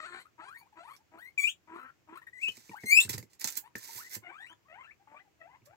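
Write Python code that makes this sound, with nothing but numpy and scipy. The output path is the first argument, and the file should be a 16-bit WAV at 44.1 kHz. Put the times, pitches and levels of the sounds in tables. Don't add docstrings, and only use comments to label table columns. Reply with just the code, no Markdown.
import sys
import numpy as np
from scipy import signal
from scipy.fft import rfft, irfft
from scipy.io import wavfile
from scipy.ndimage import uniform_filter1d

SR = 44100
rng = np.random.default_rng(int(sys.argv[2]) if len(sys.argv) > 2 else 0)


def volts_from_decibels(level):
    exponent = np.asarray(level, float) / 20
    return 10 ** exponent


def output_pcm(signal):
    pcm = np.clip(np.atleast_2d(signal).T, -1, 1) * 32767
    wavfile.write(sys.argv[1], SR, np.round(pcm).astype(np.int16))


N = 254016
EDGE_DB = 19.5

# frequency in Hz, level in dB per Hz.
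FLEECE = [(180, -27), (300, -11.5), (621, -13.5), (939, -1.5), (1160, -11), (2010, -0.5), (2860, -9),
          (3410, -8), (7540, -6), (9300, -19), (12500, -14), (15600, -22)]
# frequency in Hz, level in dB.
BREATH = [(400, -7.5), (1200, 7.5), (2400, 8), (3400, -14.5), (4300, -28), (5400, -33), (7700, -17),
          (10500, -44)]


def evened(x):
    return x / np.sqrt(np.mean(x ** 2) + 1e-20)


def read(points, hz):
    f, value = np.transpose(points)
    return np.interp(np.log(hz + 1), np.log(f + 1), value)


def add(mix, s, sound):
    part = mix[max(round(s * SR), 0):][:len(sound)]
    part += sound[:len(part)]


def colour(x, points, lag=((1000, 0),)):
    hz = np.fft.rfftfreq(N, 1 / SR)
    delay = np.exp(-2j * np.pi * hz * read(lag, hz) / SR)
    return irfft(rfft(x) * volts_from_decibels(read(points, hz)) * delay, N)


def wobble(count, seconds):
    width = int(seconds * SR) + 1
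    noise = rng.standard_normal(max(count, 9000))[:count]
    return evened(uniform_filter1d(uniform_filter1d(noise, width), width))


def ports(x, side, lag, wet):
    # frequency in Hz, t60 in seconds.
    room = [(300, .14), (2500, .115), (3500, .09), (8000, .11)]
    taps = np.zeros((2, SR // 2))
    at = np.arange(200, SR // 2 - 20, 20)
    at = at + rng.integers(0, 20, (2, len(at)))
    np.put_along_axis(taps, at, rng.choice([-1., 1.], at.shape), 1)
    hz, t, z = signal.stft(taps, SR, nperseg=256)
    tail = signal.istft(z * volts_from_decibels(-60 * t / read(room, hz)[:, None]), SR, nperseg=256)[1]
    size = tail.shape[1]
    wet_gain = volts_from_decibels(read(wet, np.fft.rfftfreq(size, 1 / SR)))
    tail = irfft(rfft(tail) * wet_gain, size) / np.linalg.norm(tail[0])
    left, right = x + signal.fftconvolve(x[None], tail, axes=1)[:, :N]
    return np.array([left, colour(right, [(f, -db) for f, db in side], lag)])


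def hush():
    # frequency in Hz, level in dB per Hz.
    floor = [(30, -22), (96, 1), (243, -12), (329, -4.5), (450, -12.5), (600, -13.5), (1240, -17),
             (2500, -17), (3650, -24.5), (7000, -23.5), (9800, -38.5), (12500, -31), (16000, -29)]
    # frequency in Hz, left-right likeness from 0 to 1.
    likeness = [(300, 0.22), (1500, 0.077)]
    frames, hz = N // 256 + 5, np.fft.rfftfreq(1024, 1 / SR)
    a, b, c, d, patches = rng.standard_normal((frames, 513, 5)).T
    patches = evened(uniform_filter1d(uniform_filter1d(patches, 10, 0), 14, 1))
    same = np.clip(read(likeness, hz), -1, 1)[:, None]
    left, other = a + 1j * b, c + 1j * d
    z = np.array([left, same * left + np.sqrt(1 - same ** 2) * other])
    z *= volts_from_decibels(read(floor, hz)[:, None] + 0.5 * patches)
    return volts_from_decibels(-71.5) * evened(signal.istft(z, nperseg=1024, noverlap=768)[1][:, :N])


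def thumps():
    # start in seconds, peak in dB, knock in dB.
    feet = [(2.483, -54.5, 3.5), (2.573, -58, 2), (2.694, -49, 4.5), (2.836, -54, 15.5), (3.051, -38, -9.5),
            (3.08, -36, -12.5), (3.094, -33, -8), (3.139, -30, -11.5), (3.178, -35.5, -8),
            (3.203, -50.5, -18), (3.227, -55, 3), (3.444, -51, 5.5), (3.753, -47, 4.5),
            (3.952, -51.5, -8.5), (4.164, -44, -5), (5.619, -55.5, -10), (5.69, -58, -20)]
    # frequency in Hz, level in dB, t60 in seconds.
    panel = [(116.5, -1.5, 0.11), (196, 0.5, .08), (326, 1, .06), (462, -2, 0.067), (970, -1, 0.025),
             (1880, 15, 0.012)]
    out, t = np.zeros(N), np.arange(7000) / SR
    for s, db, knock_db in feet:
        modes = []
        for hz, mode_db, t60 in panel:
            cycles = hz * np.cumsum(1 + 0.14 * wobble(len(t), 0.0043)) / SR
            modes.append(volts_from_decibels(mode_db - 60 * t / t60) * np.sin(2 * np.pi * cycles))
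        boom = (1 - np.exp(-t / 0.0049)) * modes[0]
        knock = (1 - np.exp(-t / 0.0021)) * volts_from_decibels(knock_db) * sum(modes[1:])
        add(out, s, volts_from_decibels(db) * (boom + knock))
    return out


def rim():
    # start in seconds, peak in dB, frequency in Hz, t60 in seconds.
    ring = (3.7545, -27, 1800, .025)
    s, db, hz, t60 = ring
    out, t = np.zeros(N), np.arange(3000) / SR
    add(out, s, volts_from_decibels(db - 60 * t / t60) * np.sin(2 * np.pi * hz * t))
    return out


def claws():
    # start in seconds, peak in dB, sharpness from 0 to 1.
    ticks = [(.606, -66, .9), (0.958, -63, 0), (0.9645, -45.5, 0), (2.4844, -36, 0), (2.5197, -42, 0),
             (2.5627, -53, .5), (2.5698, -39, 0), (2.293, -62, .6), (2.768, -47.5, .3), (2.8393, -44, .1),
             (3.0943, -19, 0.5), (3.18, -32, 0.4), (3.2273, -40.5, 0.07), (3.333, -46, .1),
             (3.397, -31, .5), (3.4108, -24, 0.4), (3.4432, -12.5, 0.12), (3.474, -18, 0.11),
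             (3.484, -28.5, 0.26), (3.503, -23.5, .9), (3.5234, -25.5, 0.27), (3.5545, -30, .1),
             (3.7568, -33, 0.04), (3.763, -47, 0.2), (3.782, -31, .9), (3.8396, -40, .5), (3.875, -34, .9),
             (3.9328, -40, 0.05), (4.095, -39, .9)]
    out, t = np.zeros(N), np.arange(1500) / SR
    fade = (1 - np.exp(-t / .0004)) * (volts_from_decibels(-60 * t / .014) + .3 * volts_from_decibels(-60 * t / .05))
    for s, db, sharp in ticks:
        burst = rng.standard_normal(len(t)) * fade
        sharpen = np.convolve([1, -sharp], [1, -sharp])
        add(out, s, volts_from_decibels(db - 4.0) * np.convolve(burst, sharpen) / (1 + sharp))
    return colour(colour(out, FLEECE), [(2500, 2.8), (9000, 5.8)])


def paw_moves():
    # start in seconds, length in seconds, level in dB.
    drags = [
        (2.4, 0.35, -71),
        (2.801, 0.1, -68.5),
        (3.001, 0.058, -52),
        (3.094, 0.048, -61.5),
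        (3.295, 0.067, -78),
        (3.391, 0.19, -62.5),
        (3.755, 0.34, -64.5),
    ]
    # peak in seconds, peak in dB, rise and fall in seconds, thin hiss in dB.
    strokes = [(2.57, -66.5, 0.03, 0.038, -16), (2.7, -77, 0.051, 0.015, -24),
               (3.095, -41.5, 0.0073, 0.033, -2.5), (3.139, -44.5, 0.02, 0.021, -15.5),
               (3.183, -46, 0.0089, 0.0073, 2), (3.417, -49.5, 0.015, 0.027, -15),
               (3.45, -65.5, 0.012, 0.0325, -15.5), (3.488, -43.5, 0.022, 0.012, -14),
               (3.575, -43.5, 0.011, 0.011, 9.5), (3.589, -54, 0.011, 0.0061, -26),
               (3.6, -85, 0.0042, 0.026, -9.5), (3.841, -60, 0.044, 0.055, 0),
               (3.982, -55.5, 0.11, 0.061, 3), (4.158, -47, 0.066, 0.008, -0.5),
               (5.663, -71, 0.02, 0.016, -1)]
    moves = [([(s, db), (s + length, db)], -17) for s, length, db in drags]
    for s, db, rise, fall, hiss_db in strokes:
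        moves.append(([(s - rise, db - EDGE_DB), (s, db), (s + fall, db - EDGE_DB)], hiss_db))
    return moves


def scuffing():
    pressure, hiss = np.zeros((2, N))
    grains = volts_from_decibels(3.0 * np.minimum(rng.exponential(1, N), 5)) * rng.standard_normal(N)
    fizz = evened(colour(grains, FLEECE)) * volts_from_decibels(2.5 * wobble(N, .003))
    for rows, hiss_db in paw_moves():
        s, level_db = np.transpose(rows)
        t = np.arange(s[0], s[-1], 1 / SR)
        ends = np.clip(np.minimum(t - s[0], s[-1] - t) / 0.0086, 0, 1)
        push = ends * volts_from_decibels(np.interp(t, s, level_db) + 3.5)
        add(pressure, s[0], push)
        add(hiss, s[0], push * volts_from_decibels(hiss_db))
    thin = evened(np.convolve(fizz[::-1], [1, -3, 3, -1], "same"))
    return pressure * fizz + hiss * thin


def wheeze():
    # start in seconds, length in seconds, level in dB.
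    sniff = (0, 0.24, -63.5)
    # frequency in Hz, level in dB.
    nose = [(2500, -30), (3400, -4), (4290, 6), (4950, -26), (5490, -26), (7700, -1.5), (10500, -24.5),
            (15000, -31)]
    (s, length, db), out = sniff, np.zeros(N)
    add(out, s, volts_from_decibels(db) * signal.windows.tukey(round(length * SR), .15))
    return out * evened(colour(rng.standard_normal(N), nose)) * volts_from_decibels(1.4 * wobble(N, 0.0035))


def voices(calls, throat, breath, jitter, shimmer_db, breath_db, half_db, order, hoarse_db,
           mouths=None, thin_db=np.inf):
    turned = [
        (4.2, 4.3),
        (4.6, 5.8),
    ]
    tone, air = np.zeros((2, N))
    for i, rows in enumerate(calls):
        s, *columns = np.transpose(rows)
        t = np.arange(s[0], s[-1], 1 / SR)
        hz, first_db, upper_db = (np.interp(t, s, c) for c in columns)
        upper_db = np.maximum(upper_db, first_db - thin_db)
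        draws = rng.standard_normal((26, 80))
        chance = np.array([np.interp(t - s[0], np.arange(80) * .004, row) for row in draws])
        hz = hz * (1 + jitter * (wobble(len(t), 0.00097) + 0.2 * chance[-1]))
        phase = 2 * np.pi * np.cumsum(hz) / SR
        k = np.arange(.5, min(13, 16000 // hz.min() + .5), .5)[:, None]
        mouth = np.linspace(*mouths[i][:2], len(t)) if mouths else 1
        level_db = upper_db + read(throat, k * hz / mouth) - read(throat, order * hz / mouth)
        if any(a < s[0] < b for a, b in turned):
            level_db -= 5 * np.maximum(k * hz - 2500, 0) / 1000
        level_db[::2] += half_db
        level_db += hoarse_db * chance[:len(k)]
        level_db[1] = first_db + .6 * hoarse_db * chance[1]
        ends = signal.windows.tukey(len(t), min(.012 * SR / len(t), 1))
        swell = volts_from_decibels(shimmer_db * wobble(len(t), .004)) * ends
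        waves = np.sin(k * phase + 2 * np.pi * rng.random((25, 1))[:len(k)])
        partials = (k * hz < 16000) * volts_from_decibels(level_db) * waves
        add(tone, s[0], swell * np.sqrt(2) * partials.sum(0))
        puff_db = np.maximum(upper_db, first_db - 13.5) + breath_db
        add(air, s[0], swell * volts_from_decibels(puff_db) * (1 + np.cos(phase)))
    return tone + colour(air * rng.standard_normal(N), breath)


def grunt(row, rise):
    start, length, hz, first_db, third_db = row
    w = np.linspace(-1, 1, 11)
    pitch = hz * (1 + rise * (w + 1) ** 2 / 4)
    return np.transpose([start + (w + 1) / 2 * length, pitch, first_db - 18 * w ** 2, third_db - 6 * w ** 2])


def chuts():
    # start in seconds, length in seconds, pitch in Hz, first and third partial in dB.
    grunts = [(0.06, 0.14, 350.2, -57.5, -54.5), (0.377, 0.046, 315.6, -64.5, -57.5),
              (0.754, 0.046, 319.3, -63, -55), (1.113, 0.086, 316.7, -61.5, -58.5),
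              (1.672, 0.14, 319.6, -53.5, -52.5), (1.761, 0.15, 249.2, -68, -73),
              (2.072, 0.1, 309, -55, -56), (4.266, 0.059, 335, -61.5, -70.5),
              (4.495, 0.048, 325, -65.5, -58), (5.07, 0.098, 288.4, -69, -59),
              (4.219, 0.027, 344, -68, -64.5)]
    mouths = [(1.27, 1.396, .05), (0.915, 1.33, .08), (0.86, 1.01, .08), (0.81, 0.78, .12),
              (0.87, 1.2, .18), (1.1, 1.4, .12), (0.82, 1.23, .2), (1.02, 0.5, .08), (0.93, 1.024, .03),
              (0.91, 0.7, .08), (1, 1, .05)]
    # frequency in Hz, level in dB.
    throat = [(600, -16), (1000, 5), (1400, -4), (2000, -18.5), (3000, -24.5), (5200, -43)]
    calls = [grunt(row, mouth[-1]) for row, mouth in zip(grunts, mouths)]
    return voices(calls, throat, BREATH, .022, 2.5, breath_db=-3, half_db=-12, order=3, hoarse_db=5,
                  mouths=mouths)


def squeak(row, kind):
    # pitch in Hz, level in dB.
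    second = [(600, -6), (1000, -6), (1400, -13.5), (2000, -23)]
    start, length, from_hz, to_hz, db = row
    bend, attack, release, swell_db, over_db = kind
    u = np.linspace(0, 1, 41)
    hz = from_hz * (to_hz / from_hz) ** (u ** bend)
    ends = np.maximum(1 - u * length / attack, 0) + np.maximum(1 - (1 - u) * length / release, 0)
    first_db = db + swell_db * (2 * u - 1) - EDGE_DB * ends
    return np.transpose([start + u * length, hz, first_db, first_db + over_db + read(second, hz)])


def squeaks():
    # start in seconds, length in seconds, from Hz, to Hz, level in dB.
    climbs = [(0.86, 0.073, 823, 1252, -52.5), (2.14, 0.05, 890, 1620, -48), (2.2, 0.05, 884, 1300, -65),
              (3.62, 0.068, 796, 1062, -57), (3.965, 0.058, 800, 1700, -51), (4.38, .055, 700, 950, -62),
              (5.51, 0.069, 725, 1090, -60), (5.655, 0.1, 532, 940, -62)]
    crests = [
        (4.015, 0.07, 1700, 2050, -50),
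        (4.105, 0.062, 2000, 2160, -50),
    ]
    pips = [(3.8, .04, 1020, 1050, -66), (0.412, 0.045, 830, 900, -53), (5.128, 0.027, 620, 760, -64),
            (4.648, 0.04, 1000, 1300, -66), (0.98, .05, 760, 950, -69), (0.246, 0.032, 1100, 1480, -56),
            (0.553, 0.032, 960, 960, -61), (0.604, 0.024, 1020, 830, -55), (0.622, 0.03, 830, 810, -60),
            (0.655, 0.03, 816, 1150, -63), (0.722, 0.035, 856, 846, -61), (2.18, 0.028, 1780, 1740, -56),
            (2.212, 0.03, 1780, 2000, -51), (2.262, 0.036, 1890, 1870, -48), (2.168, .03, 950, 1200, -56),
            (3.883, 0.035, 870, 960, -50), (4.992, 0.045, 770, 830, -65), (5.195, 0.045, 720, 850, -67),
            (5.245, .05, 900, 760, -67), (1.735, .04, 1000, 1300, -53), (1.755, .04, 870, 1150, -54),
            (1.785, .07, 1280, 1380, -53), (1.865, .05, 1450, 1600, -58)]
    honks = [
        (0.918, .055, 1060, 1170, -61),
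        (0.187, .05, 920, 1110, -59),
        (.148, .03, 570, 710, -61),
        (.125, .09, 770, 785, -60),
    ]
    # bend of the glide, attack and release in seconds, swell and overtone in dB.
    climb, crest = (1.4, 0.02, 0.009, 1.6, -3), (.8, .006, .012, 2, -8)
    pip = (1, .008, .012, -1, -8)
    honk = (0.887, 0.02, 0.031, 0.6, 12.1)
    # time in seconds, pitch in Hz, first and second partial in dB.
    early = [
        [(0.0, 637, -61, -33.5), (0.01, 627.5, -68, -58), (0.04, 619, -62, -50), (0.06, 730, -68, -50.5),
         (0.075, 806, -85, -56)],
        [(0.393, 622, -76, -71), (0.403, 629, -72, -64), (0.435, 656, -64, -56.5), (0.453, 763, -66, -63.5),
         (0.5, 833, -78, -57)],
        [(0.46, 931, -56, -82), (0.496, 1165, -52.5, -80), (0.534, 1538, -58, -86), (0.542, 1634, -59, -112),
         (0.548, 1830, -57, -80), (0.564, 1860, -50.5, -81), (0.576, 2236, -62.5, -81),
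         (0.59, 2200, -70.5, -68), (0.645, 2440, -68, -114)],
        [(0.77, 633, -76, -67), (0.8, 667.2, -59.5, -59), (0.83, 703, -61, -63.5), (0.844, 895, -63, -65),
         (0.854, 922, -51.5, -66), (0.878, 1192, -61, -72), (0.905, 1284, -51, -83)],
        [(1.172, 1060, -65, -72), (1.182, 1280, -60, -80), (1.19, 1440, -58, -73), (1.216, 1804, -62, -76),
         (1.228, 1940, -50.5, -85), (1.252, 1934, -59, -73), (1.256, 2015, -53.5, -86),
         (1.282, 2120, -57.5, -85), (1.32, 2255, -78, -97)],
        [(2.712, 1025, -42, -73), (2.72, 935, -61, -62), (2.744, 834, -49.5, -77), (2.762, 1460, -52.5, -70),
         (2.78, 1603, -51.5, -80), (2.79, 2140, -56, -88), (2.795, 2214, -62, -99)],
    ]
    late = [
        [(4.225, 707, -85, -68), (4.245, 728, -66, -62), (4.271, 695, -59, -62), (4.305, 775, -61, -57.5),
         (4.321, 1027, -60.5, -67), (4.335, 1180, -55.5, -46)],
        [(4.33, 1094, -61, -58.5), (4.362, 1247, -55, -63.5), (4.378, 1513, -57.5, -66.5),
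         (4.432, 1907, -52.5, -67.5), (4.46, 1984, -54, -76), (4.468, 2280, -49.5, -99),
         (4.476, 2760, -65, -88.5), (4.508, 3124, -58, -87), (4.535, 3520, -73, -77)],
        [(4.68, 644, -83.5, -76), (4.698, 627.5, -69.5, -69.5), (4.72, 640, -63.5, -70), (4.75, 736, -61, -66),
         (4.796, 1023, -55.5, -63), (4.816, 1074, -56.5, -59), (4.83, 1040, -61, -61.5)],
        [(4.825, 1176, -57, -74), (4.839, 1390, -70, -63), (4.859, 1330, -65.5, -61), (4.879, 1750, -62, -82),
         (4.899, 1747, -58, -78.5), (4.911, 2150, -54.5, -107), (4.917, 2360, -57, -98),
         (4.928, 2900, -73, -116)],
        [(5.14, 1038, -64.5, -89.5), (5.168, 1185, -59, -63), (5.178, 1190, -65.5, -62),
         (5.196, 1595, -63, -67.5), (5.204, 2010, -60, -123), (5.21, 2010, -64, -95), (5.23, 2027, -83, -99)],
        [(5.388, 660, -82, -94), (5.4, 674, -73, -79), (5.416, 644.4, -63.5, -68), (5.46, 683, -61, -75.5),
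         (5.484, 860, -62, -76), (5.51, 1001, -68, -75.5), (5.56, 1085, -73, -75)],
    ]
    # frequency in Hz, level in dB.
    near_throat = [(1200, 3), (1900, -6), (2500, -10), (3000, -15), (3700, -19), (4500, -21), (5200, -34.5),
                   (7800, -28.5)]
    far_throat = [(1200, 1), (1900, 5.5), (2500, 1.5), (3200, -9), (4200, -22), (5200, -38), (7800, -29.5),
                  (10500, -45)]
    kinds = (climbs, climb), (crests, crest), (pips, pip), (honks, honk)
    short = [squeak(row, kind) for rows, kind in kinds for row in rows]
    out = voices(short, near_throat, BREATH, .02, 3.5, breath_db=-2, half_db=-33.5, order=2,
                 hoarse_db=1.5, thin_db=25)
    held = voices(early, near_throat, BREATH, .011, 2, breath_db=-9, half_db=-28, order=2,
                  hoarse_db=3, thin_db=25)
    held += voices(late, far_throat, BREATH, .015, 2.5, breath_db=-4, half_db=-26, order=2,
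                   hoarse_db=4.5, thin_db=25)
    return out + volts_from_decibels(6.0) * held


def wheeks():
    # time in seconds, pitch in Hz, first and second partial in dB.
    clear = [
        [(2.788, 2177, -53, -82), (2.82, 2203, -58, -77.5), (2.853, 2060, -50, -74)],
        [(2.465, 2587, -38, -79), (2.49, 3095, -29, -87), (2.525, 2810, -82, -84)],
        [(2.855, 2052, -49.5, -48), (2.87, 2088, -32.5, -50), (2.905, 2134, -27, -41), (2.92, 2331, -16, -36),
         (2.945, 2370, -15, -41.5), (2.96, 2501, -24, -38.5), (2.975, 2612, -11.5, -38),
         (2.997, 2709, -14.5, -48), (3.025, 2820, -45, -65.5)],
    ]
    rasps = [
        [(1.375, 2473, -31, -74), (1.39, 2320, -24, -59.5), (1.428, 2230, -34, -59), (1.443, 2393, -17, -61),
         (1.466, 2410, -23.5, -64), (1.485, 2904, -27.5, -56.5), (1.51, 3624, -47, -51.5),
         (1.535, 3830, -78, -76)],
        [(2.325, 1900, -73, -96), (2.337, 1930, -43, -87), (2.35, 2034, -55, -93), (2.375, 1943, -44.5, -79),
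         (2.41, 2194, -50, -85), (2.435, 2722, -25.5, -67.5), (2.455, 2538, -29.5, -68),
         (2.49, 2540, -30.5, -103)],
    ]
    flare = [
        (2.997, 3206, -27, -38),
        (3.01, 3608, -32.5, -31),
        (3.02, 3800, -34, -34),
        (3.031, 4050, -38, -34.5),
        (3.045, 4136, -52.5, -47.5),
    ]
    # frequency in Hz, level in dB.
    throat = [(1500, -2.5), (4200, 2), (6500, 0), (7900, 8), (9000, -4), (10800, -4), (12500, -11.5),
              (14200, -4.5), (16000, -9.5)]
    rasp_throat = [(1500, 1.5), (3500, 9.5), (4600, -2), (5800, 3), (7000, 11.5), (8100, 13), (9300, -2.5),
                   (12500, -7.5), (14500, -3)]
    out = voices(rasps, rasp_throat, rasp_throat, .006, 1.2, breath_db=-28, half_db=-6, order=2, hoarse_db=4.5)
    out += voices(clear, throat, throat, .008, 1, breath_db=-24, half_db=-30, order=2, hoarse_db=2.5)
    out += voices([flare], throat, throat, .016, 2.5, breath_db=-12, half_db=-18, order=2, hoarse_db=3)
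    return out


def scene():
    # frequency in Hz, left minus right in dB.
    voice_side = [(380, 0), (700, 7), (1290, 8.5), (2380, 10.5), (4400, 1), (8100, -1), (15000, -4)]
    paw_side = [(380, -2), (700, 3), (2380, 4.5), (4400, -7), (8100, -8), (15000, -11)]
    # frequency in Hz, lateness of the right port in samples.
    voice_lag = [(1400, 8.3), (2400, 6.4), (3500, 6.8), (4500, 7.6), (5700, 6.9), (6800, 5.8), (8000, 5.3),
                 (11000, 5), (15000, 3.3)]
    # frequency in Hz, level in dB.
    voice_wet = [(1000, -9), (2500, -9.5), (3500, -2), (9000, -5)]
    feet = ports(thumps(), paw_side, [(1000, -2.0)], [(1000, -7.5)])
    paw_wet = [(1000, -5), (4000, -3), (10000, -5)]
    paws = ports(scuffing() + claws() + rim(), paw_side, [(1000, -21)], paw_wet)
    pigs = ports(wheeze() + chuts() + squeaks() + wheeks(), voice_side, voice_lag, voice_wet)
    return hush() + feet + paws + pigs


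def roll_off(x):
    return signal.sosfilt(signal.butter(12, 16810, fs=SR, output="sos"), x)


def record(dry):
    cut = signal.sosfilt(signal.butter(3, 65, "high", fs=SR, output="sos"), dry)
    cut = signal.oaconvolve(cut, signal.firwin(151, 16000, fs=SR)[None], "same")
    return roll_off(cut)


dry = scene()
out = record(dry)
output_pcm(out)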